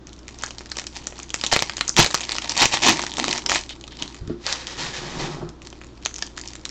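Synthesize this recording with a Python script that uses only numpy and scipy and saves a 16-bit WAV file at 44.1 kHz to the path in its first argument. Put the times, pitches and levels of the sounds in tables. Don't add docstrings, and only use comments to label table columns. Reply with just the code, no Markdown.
import sys
import numpy as np
from scipy import signal
from scipy.fft import rfft, irfft
from scipy.io import wavfile
from scipy.ndimage import uniform_filter1d, minimum_filter1d

SR = 44100
rng = np.random.default_rng(int(sys.argv[2]) if len(sys.argv) > 2 else 0)


def transcribe(u):
    v = np.clip(np.atleast_2d(u).T, -1, 1)
    q = np.round(v * 32767).astype(np.int16)
    wavfile.write(sys.argv[1], SR, q)


N = 295470
TIME = np.arange(N) / SR


def amp(db):
    return 10 ** (np.asarray(db) / 20)


def unit(x):
    return x / np.sqrt(np.mean(x ** 2) + 1e-20)


def curve_at(points, hz):
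    point_hz, value = np.transpose(points)
    return np.interp(np.log(hz + 1), np.log(point_hz + 1), value)


def add(mix, start_s, sound):
    part = mix[max(round(start_s * SR), 0):][:len(sound)]
    part += sound[:len(part)]


def colour(x, spectrum, cutoff_hz=9500, size=4096):
    hz = abs(np.fft.fftfreq(size, 1 / SR))
    log_gain = np.log(amp(curve_at(spectrum, hz)) / (1 + (hz / cutoff_hz) ** 16) + 1e-5)
    taps = np.fft.ifft(np.exp(np.conj(signal.hilbert(log_gain)))).real
    return unit(signal.oaconvolve(x, taps[:size // 2])[:len(x)])


def wander(rate_hz):
    lowpass = 1 / (1 + (np.fft.rfftfreq(N, 1 / SR) / rate_hz) ** 4)
    return unit(irfft(rfft(rng.standard_normal(N)) * lowpass, N))


def strokes(rows, rise_db_per_s, fall_db_per_s):
    db = np.full(N, -120.)
    for start_s, length_s, level_db in rows:
        drop_db = np.maximum(rise_db_per_s * (start_s - TIME), fall_db_per_s * (TIME - start_s - length_s))
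        db = np.maximum(db, level_db - np.maximum(drop_db, 0))
    return amp(db)


def clicks(per_s, spread_db):
    size = amp(spread_db * np.minimum(rng.exponential(1, N), 3))
    return size * rng.choice([-1, 1], N) * (rng.random(N) < per_s / SR)


def crackle(per_s, spread_db, ring_s, tone_gain=0.47, count=200):
    train = clicks(per_s, spread_db)
    which = rng.integers(0, count, N)
    t = np.arange(256) / SR
    pitch_hz = np.linspace(600, 8000, count)[:, None]
    tones = np.sin(2 * np.pi * (pitch_hz * t + rng.random((count, 1))))
    facets = (rng.standard_normal((count, len(t))) + tone_gain * tones) * np.exp(-t / ring_s)
    onsets = np.flatnonzero(train)
    grains = train[onsets, None] * facets[which[onsets]]
    positions = onsets[:, None] + np.arange(len(t))
    return np.bincount(positions.ravel(), grains.ravel(), N)[:N]


# freq_hz, relative_db
AIR_SPECTRUM = [(12, -19), (20, -2), (59, -10.5), (107, -9), (245, -8), (348, -4.5), (415, -13), (739, -21),
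                (817, -20), (1350, -23), (2170, -32.5), (2530, -33.5), (3590, -30.5), (7060, -38),
                (8000, -42), (10400, -82), (17600, -120)]
# pitch_hz, level_db
HUM_PARTIALS = [(59.2, -47.5), (118.4, -56.5), (312.2, -58.5)]


def background(air_db=-46, waver_rad=0.44, waver_hz=8.2):
    hum = sum(amp(db) * unit(np.sin(2 * np.pi * hz * TIME + waver_rad * wander(waver_hz)))
              for hz, db in HUM_PARTIALS)
    return hum + amp(air_db) * colour(rng.standard_normal(N), AIR_SPECTRUM)


# freq_hz, t60_s
ROOM_DECAY = [(200, 0.16), (1000, 0.17), (4000, 0.17), (8000, 0.26)]


def room(x, tail_db=-10, echoes_per_s=3000, table_s=0.001611, table_db=-15, wall_s=0.0085, wall_db=-20):
    taps = rng.standard_normal(SR // 2) * (rng.random(SR // 2) < echoes_per_s / SR)
    taps[:SR // 300] = 0
    hz, t, bands = signal.stft(taps, SR, nperseg=256)
    decay = amp(-60 * t / curve_at(ROOM_DECAY, hz)[:, None])
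    tail = signal.istft(bands * decay, SR, nperseg=256)[1]
    echo = amp(tail_db) * tail / np.linalg.norm(tail)
    add(echo, table_s, amp([table_db]))
    add(echo, wall_s, amp([wall_db]))
    return x + signal.oaconvolve(x, echo)[:N]


# start_s, length_s, relative_db
STACK_DRAGS = [(4.8, 0.11, -38.5), (5.03, .41, -34), (5.185, 0.062, -28)]
# freq_hz, relative_db
STACK_SPECTRUM = [(40, -7), (100, -13), (150, 4.5), (215, -5), (350, 0.5), (520, -13.5), (900, -7.5),
                  (1600, -19.5), (4000, -59)]


def stack_rumble(gain_db=-1):
    drag = strokes(STACK_DRAGS, rise_db_per_s=131, fall_db_per_s=170)
    return amp(gain_db) * drag * colour(clicks(per_s=760, spread_db=2.5), STACK_SPECTRUM)


# start_s, length_s, relative_db
CARD_PUSHES = [(2.89, 0.011, -17), (3.0, 0.033, -42), (3.19, .07, -33), (3.27, 0.075, -32.5),
               (3.46, 0.088, -35.5), (4.02, 0.017, -38)]
# freq_hz, relative_db
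CARD_SPECTRUM = [(40, -28), (100, -21), (150, -5), (210, -4), (310, 6), (400, -6), (520, -17), (700, -15.5),
                 (950, -5.5), (1600, -28), (4000, -47)]


def card_block(effort, push_db=-2, handling_db=-13):
    body = colour(clicks(per_s=900, spread_db=0.5), CARD_SPECTRUM)
    push = strokes(CARD_PUSHES, rise_db_per_s=278, fall_db_per_s=282)
    return body * (amp(push_db) * push + amp(handling_db) * effort)


# start_s, end_s, level_db
CARD_SCRAPES = [(3.61, 3.69, -65), (3.696, 3.737, -34.5), (3.908, 3.979, -44.5), (3.989, 4.063, -37.5)]
# freq_hz, relative_db
SCRAPE_SPECTRUM = [(300, -42), (1400, -16), (2100, -6), (2500, -6), (3100, 2.5), (3900, -2), (4800, -3.5),
                   (5600, -10), (8000, -29)]


def card_scrapes(fade_db=9):
    envelope = sum(amp(np.interp(TIME, [start_s, end_s], [db, db - fade_db], left=-np.inf, right=-np.inf))
                   for start_s, end_s, db in CARD_SCRAPES)
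    return envelope * colour(crackle(per_s=11000, spread_db=4, ring_s=0.00095), SCRAPE_SPECTRUM)


# start_s, level_db, contact_s
KNOCKS = [(1.992, -15.5, 0.012), (3.279, -21, .001), (4.212, -23, .042), (4.231, -32, 0.036),
          (4.253, -31, .018), (4.275, -23, .0074), (4.296, -14, 0.0012), (5.424, -22, 0.00083)]
# pitch_hz, relative_db, t60_s
TABLE_MODES = [(54.5, -14, 0.21), (101, -6.5, 0.071), (161.8, -6.5, 0.17), (235.4, -6.5, 0.18),
               (304, 5, 0.07), (347.4, -5.5, 0.28), (418, -1.5, 0.11), (652, -7.5, 0.066)]
# freq_hz, relative_db
PACK_SPECTRUM = [(30, -3), (80, -3), (140, 4), (230, 5), (380, 7), (520, -4.5), (900, -3), (1400, 1),
                 (2500, -12.5), (4500, -10), (8000, -32)]


def table_knocks(rise_s=0.0026, slap_db=-27, slap_s=0.042):
    out, t = np.zeros(N), np.arange(SR // 3) / SR
    for (start_s, db, contact_s), phases in zip(KNOCKS, rng.random((len(KNOCKS), len(TABLE_MODES)))):
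        ring = np.zeros(len(t))
        for (hz, mode_db, t60_s), phase in zip(TABLE_MODES, phases):
            envelope = amp(mode_db - 60 * t / t60_s) / (1 + (hz * contact_s) ** 2)
            ring += envelope * np.sin(2 * np.pi * (hz * t + phase))
        ring *= 1 - np.exp(-t / rise_s)
        slap = colour(rng.standard_normal(len(t)), PACK_SPECTRUM) * np.exp(-t / slap_s)
        add(out, start_s, amp(db) * (ring / abs(ring).max() + amp(slap_db) * slap))
    return out


# start_s, length_s, relative_db
FOIL_SLIDES = [(4.475, 0.05, -26.5), (4.59, 0.012, -33.5), (4.68, .04, -34), (4.795, 0.055, -27.5),
               (4.94, 0.035, -30), (5.02, 0.19, -35.5), (5.195, 0.046, -29.5), (5.3, 0.02, -36.5)]
# freq_hz, relative_db
SLIDE_SPECTRUM = [(300, -18.5), (500, -0.5), (650, -10.5), (900, 0.5), (1300, -7.5), (1700, -2),
                  (2500, -4.5), (4000, -3), (6500, -7.5), (8000, -10)]


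def foil_slides(gain_db=-1.5, catch_db=0.9, catch_hz=45):
    grains = colour(crackle(per_s=3800, spread_db=-0.5, ring_s=0.0006), SLIDE_SPECTRUM)
    motion = strokes(FOIL_SLIDES, rise_db_per_s=406, fall_db_per_s=128)
    return amp(gain_db) * motion * grains * amp(catch_db * wander(catch_hz))


# start_s, length_s, relative_db
GRIPS = [(.08, .25, -55.5), (.33, 1.0, -48), (1.34, 0.81, -42.5), (2.0, 1.4, -33.5), (3.38, 0.32, -46.5),
         (3.62, 0.66, -52), (5.63, .4, -56), (6.03, .67, -55.5)]
# start_s, length_s, relative_db
SQUEEZES = [(0.286, 0.021, -44), (0.39, 0.092, -40.5), (0.773, 0.029, -34.5), (0.952, 0.037, -36),
            (1.058, .03, -43), (1.167, 0.099, -43), (1.437, .035, -28.5), (1.59, 0.15, -40),
            (2.5, 0.041, -26), (2.954, 0.09, -29.5), (3.113, 0.067, -32), (3.192, .14, -27.5),
            (3.986, .06, -43), (4.088, 0.083, -44.5), (5.639, 0.024, -42), (6.023, 0.017, -47),
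            (6.148, 0.12, -45.5), (6.373, 0.13, -41)]


def hand_effort():
    return strokes(GRIPS + SQUEEZES, rise_db_per_s=697, fall_db_per_s=306)


# freq_hz, relative_db
FOIL_SPECTRUM = [(60, -10.5), (200, -2), (500, -4), (700, 1), (920, 10), (1300, -6.5), (1800, 2.5),
                 (3000, 3.5), (4500, 3), (6500, -0.5), (8000, -0.5)]


def crinkle(effort, gain_db=-2, clump_db=3, clump_hz=47):
    grains = colour(crackle(per_s=850, spread_db=6.5, ring_s=0.00094), FOIL_SPECTRUM)
    return amp(gain_db) * effort * unit(grains * amp(clump_db * wander(clump_hz)))


# start_s, pitch_hz, level_db, t60_s
FACE_RINGS = [(0.436, 1666, -33.5, 0.12), (1.880, 6750, -48, 0.099), (6.061, 6330, -49, 0.093),
              (6.223, 1690, -27, 0.057), (6.378, 1770, -43, 0.09)]


def face_rings(spread=0.07, count=16):
    out, t = np.zeros(N), np.arange(SR // 3) / SR
    draws = rng.uniform(-0.91, 1, (len(FACE_RINGS), 2, count, 1))
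    for (start_s, hz, db, t60_s), (detune, phase) in zip(FACE_RINGS, draws):
        cluster = np.sin(2 * np.pi * (hz * (1 + spread * detune) * t + phase)).sum(0)
        add(out, start_s, amp(db - 60 * t / t60_s) * unit(cluster))
    return out


# start_s, relative_db (energy over 1 ms), pitch_hz, tilt_db_per_octave
BIG_SNAPS = [(0.0708, -32.5, 6400, 2), (.131, -34.5, 3400, 6), (.2814, -27, 2300, 5),
             (0.4365, -14.5, 1600, -0.5), (0.4624, -24, 6900, 22), (.5074, -25.5, 3030, -2),
             (.584, -25, 4540, 1.5), (0.608, -31.5, 1020, -10), (.659, -32.5, 1730, 1),
             (.7172, -18.5, 4080, 2.5), (0.7693, -19.5, 5750, 1.5), (0.7864, -19, 1870, -1),
             (.7966, -21.5, 5550, 3), (0.8684, -21, 5250, 4), (0.97, -24.5, 5900, 6),
             (1.0701, -16, 5730, 0.5), (1.1242, -30.5, 900, -8), (1.1914, -26.5, 1120, 10),
             (1.231, -26.5, 6040, 12), (1.3041, -23.5, 3300, -1), (1.3425, -11, 7400, 1.5),
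             (1.4129, -18.5, 4870, 2.5), (1.4384, -12, 3950, 1), (1.4645, -12.5, 3530, 5),
             (1.527, -6.5, 730, -1), (1.5359, -6.5, 4180, 4.5), (1.5633, -5.5, 2360, -3),
             (1.5917, -12, 3980, 2), (1.6236, -8.5, 940, 0), (1.6964, -16.5, 4700, -2),
             (1.769, -18.5, 6330, 5), (1.8101, -8.5, 4180, -2.5), (1.8797, -14, 6450, 11),
             (1.8935, -9.5, 6200, 24), (1.966, -8.5, 3300, 3), (2.028, -9, 3260, 12),
             (2.0458, -8.5, 840, -4), (2.0622, -11, 4300, -3), (2.1102, -20, 3930, 3),
             (2.1444, -7, 1140, 0.5), (2.1502, -12, 4300, 13), (2.176, -22, 2500, 0),
             (2.2074, -19.5, 6600, -1.5), (2.242, -26, 5370, -3), (2.293, -15.5, 4530, -2.5),
             (2.3194, -12.5, 4500, 3.5), (2.3532, -21.5, 1020, 1.5), (2.3841, -14, 2900, -2.5),
             (2.421, -22, 3280, 0), (2.445, -20.5, 4060, -4), (2.4952, -12.5, 6000, 4),
             (2.577, -11, 4570, 14), (2.656, -5, 2490, 0), (2.7407, -10.5, 880, 3), (2.772, -15, 3480, -4),
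             (2.836, -10, 2820, 0.5), (2.8649, -8.5, 6600, -18), (2.9938, -13.5, 2050, -5.5),
             (3.0376, -17.5, 910, -2.5), (3.17, -19, 3570, 2), (3.1834, -15.5, 850, 7),
             (3.2422, -11.5, 3900, -2), (3.2817, -13, 840, -1), (3.3117, -14, 4260, 2),
             (3.329, -11.5, 2780, 1), (3.3785, -17.5, 5540, 0), (3.4624, -11, 5340, -2),
             (3.4963, -11, 3130, 0), (3.5177, -8.5, 960, -4), (3.5478, -12.5, 2300, 11),
             (3.5579, -9.5, 1860, -1), (3.6369, -31.5, 4200, 1), (3.6933, -26, 3930, 5),
             (3.8399, -29, 3100, -3), (3.8786, -30.5, 3950, -4), (4.0239, -15, 3280, -3),
             (4.0783, -28.5, 4300, 0), (4.1454, -31, 6900, -4.5), (4.4658, -13.5, 4340, 0.5),
             (4.5265, -12.5, 3720, 2.5), (4.67, -20.5, 3300, 8), (5.491, -32.5, 5000, 0),
             (5.619, -34, 2870, -3), (5.728, -32.5, 3080, -5), (5.8149, -32.5, 2600, -3.5),
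             (6.0521, -19, 4240, 12), (6.0598, -11.5, 6200, 0), (6.142, -24.5, 6300, 2),
             (6.162, -23, 6440, 7), (6.1835, -26.5, 6500, -1), (6.2245, -14.5, 4760, -0.5),
             (6.378, -22, 1820, 0.5), (6.414, -26.5, 4620, 16), (6.476, -24.5, 6760, 11),
             (6.5543, -27, 7400, 1), (6.6534, -18, 4030, 4.5), (6.6928, -25.5, 5500, 4.5)]


def snaps(rows, gain_db=1.24, yield_s=0.0022, yield_db=-12, rise_s=0.00038, crack_s=0.00025,
          facet_s=0.0006, facet_db=-2.5, sheet_s=0.0032, sheet_db=-8, bend_s=0.00069, size=1024):
    out, hz, lead = np.zeros(N), np.fft.rfftfreq(size, 1 / SR), size // 4
    signed_t = (np.arange(size) - lead) / SR
    t = np.maximum(signed_t, 0)
    rise = 1 - np.exp(-t / rise_s)
    dispersion = np.exp(-2j * np.pi * bend_s * (2 * np.sqrt(1000 * hz) - hz / 2))
    radiation = hz / (hz + 260) / (1 + (hz / 9000) ** 16)
    octaves = np.log2(np.clip(hz, 1100, 6000) / 3000)
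    one_ms_scale = np.sqrt(SR / 1000 / size)
    for (start_s, db, pitch_hz, tilt), noise in zip(rows, rng.standard_normal((len(rows), 3, size))):
        creep = unit(noise[2] ** 3 * np.exp(-abs(signed_t) / yield_s))
        crack = unit(noise[0] * rise * np.exp(-t / crack_s))
        sheet = unit(noise[1] * rise * np.exp(-t / sheet_s))
        buckle = amp(yield_db) * creep + crack + amp(sheet_db) * sheet
        burst = unit(irfft(rfft(buckle) * amp(tilt * octaves) * radiation * dispersion))
        facet = unit(np.sin(2 * np.pi * pitch_hz * t) * rise * np.exp(-t / facet_s))
        snap = unit(burst + amp(facet_db) * facet * np.sign(noise[1, 0]))
        add(out, start_s - lead / SR, amp(db + gain_db) * one_ms_scale * snap)
    return out


def after_snaps(gap_s=0.006, drop_db=12, spread_db=3, brighter_db_per_octave=2):
    big_s, big_db, _, tilt = np.transpose(BIG_SNAPS)
    when, size, pitch = rng.random((len(big_s), 3)).T
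    start_s = big_s + gap_s * (0.5 + when)
    db = big_db - drop_db + spread_db * (2 * size - 1)
    return snaps(np.transpose([start_s, db, 900 + 6000 * pitch, tilt + brighter_db_per_octave]))


def small_snaps(effort, per_s=22, over_db=9, spread_db=11.5, cap_db=-20, count=400):
    when, size, pitch, brightness = rng.random((count, 4)).T
    start_s = (np.arange(count) + 1.5 * when) / per_s
    effort_db = 20 * np.log10(np.interp(start_s, TIME, effort))
    db = np.minimum(effort_db + over_db + spread_db * (2 * size - 1), cap_db)
    rows = np.transpose([start_s, db, 900 + 6000 * pitch, -3 + 10 * brightness])
    return snaps(rows[start_s < TIME[-1]])


def snap_thumps(from_s=1.3, until_s=2.7, gain_db=1, growth=2.68, pulse_s=0.00062):
    out, age = np.zeros(N), np.arange(SR // 50) / SR / pulse_s
    thump = (1 - age) * np.exp(-age) * (1 - np.exp(-2 * age))
    for start_s, db, _, _ in BIG_SNAPS:
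        if from_s < start_s < until_s:
            add(out, start_s, amp(gain_db + growth * db) * thump / thump.max())
    return out


def tension(start_s, length_s, peak_db, build_db_per_s, attack_s=0.0042, fall_db_per_s=381):
    catch = np.clip((TIME - start_s) / attack_s, 0, 1)
    past_peak_s = TIME - start_s - length_s
    drop_db = np.maximum(-abs(build_db_per_s) * past_peak_s, fall_db_per_s * past_peak_s)
    return catch * amp(peak_db - drop_db.clip(0, 100))


# start_s, length_s, peak_db (relative), build_db_per_s
SEAM_PULLS = [(1.512, 0.028, -21, 100), (1.969, 0.03, -9, 301), (2.563, 0.068, -13, 187),
              (2.713, 0.031, -19, 348), (2.818, 0.079, -13, 127), (3.487, 0.079, -23.5, -2)]


def seam_rips(breaks_db=1, drum_db=-18, drum_growth=3.45, hard_pull_db=-13):
    pull = sum(tension(*row) for row in SEAM_PULLS)
    breaks = colour(crackle(per_s=1500, spread_db=3, ring_s=0.00092), FOIL_SPECTRUM)
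    drum = colour(crackle(per_s=970, spread_db=5.5, ring_s=0.0013), PACK_SPECTRUM)
    drum_drive = (pull / amp(hard_pull_db)) ** drum_growth
    return amp(breaks_db) * pull * breaks + amp(drum_db) * drum_drive * drum


def scene():
    effort = hand_effort()
    ambience = background()
    handling = card_scrapes() + card_block(effort) + stack_rumble() + table_knocks()
    foil = face_rings() + crinkle(effort) + seam_rips() + foil_slides()
    creases = snaps(BIG_SNAPS) + after_snaps() + small_snaps(effort)
    return (room(handling + foil + creases + snap_thumps()) + ambience)[None]


def record(dry, mic_hz=7416, compression=0.13, window=61, clip_level=0.73, knee=13, cutoff_hz=16300):
    hz = np.fft.rfftfreq(N, 1 / SR)
    mic = irfft(rfft(dry) / np.sqrt(1 + (hz / mic_hz) ** 32), N)
    wanted_gain = np.minimum(1 / (abs(mic) + 1e-9), 1) ** compression
    held_gain = minimum_filter1d(wanted_gain, window)
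    smooth_gain = uniform_filter1d(uniform_filter1d(held_gain, window // 2), window // 2)
    compressed = mic * smooth_gain
    clipped = compressed / (1 + abs(compressed / clip_level) ** knee) ** (1 / knee)
    lowpass = signal.firwin(511, cutoff_hz, window=("kaiser", 9), fs=SR)
    return signal.oaconvolve(clipped, lowpass[None], "same")


dry = scene()
out = record(dry)
transcribe(out)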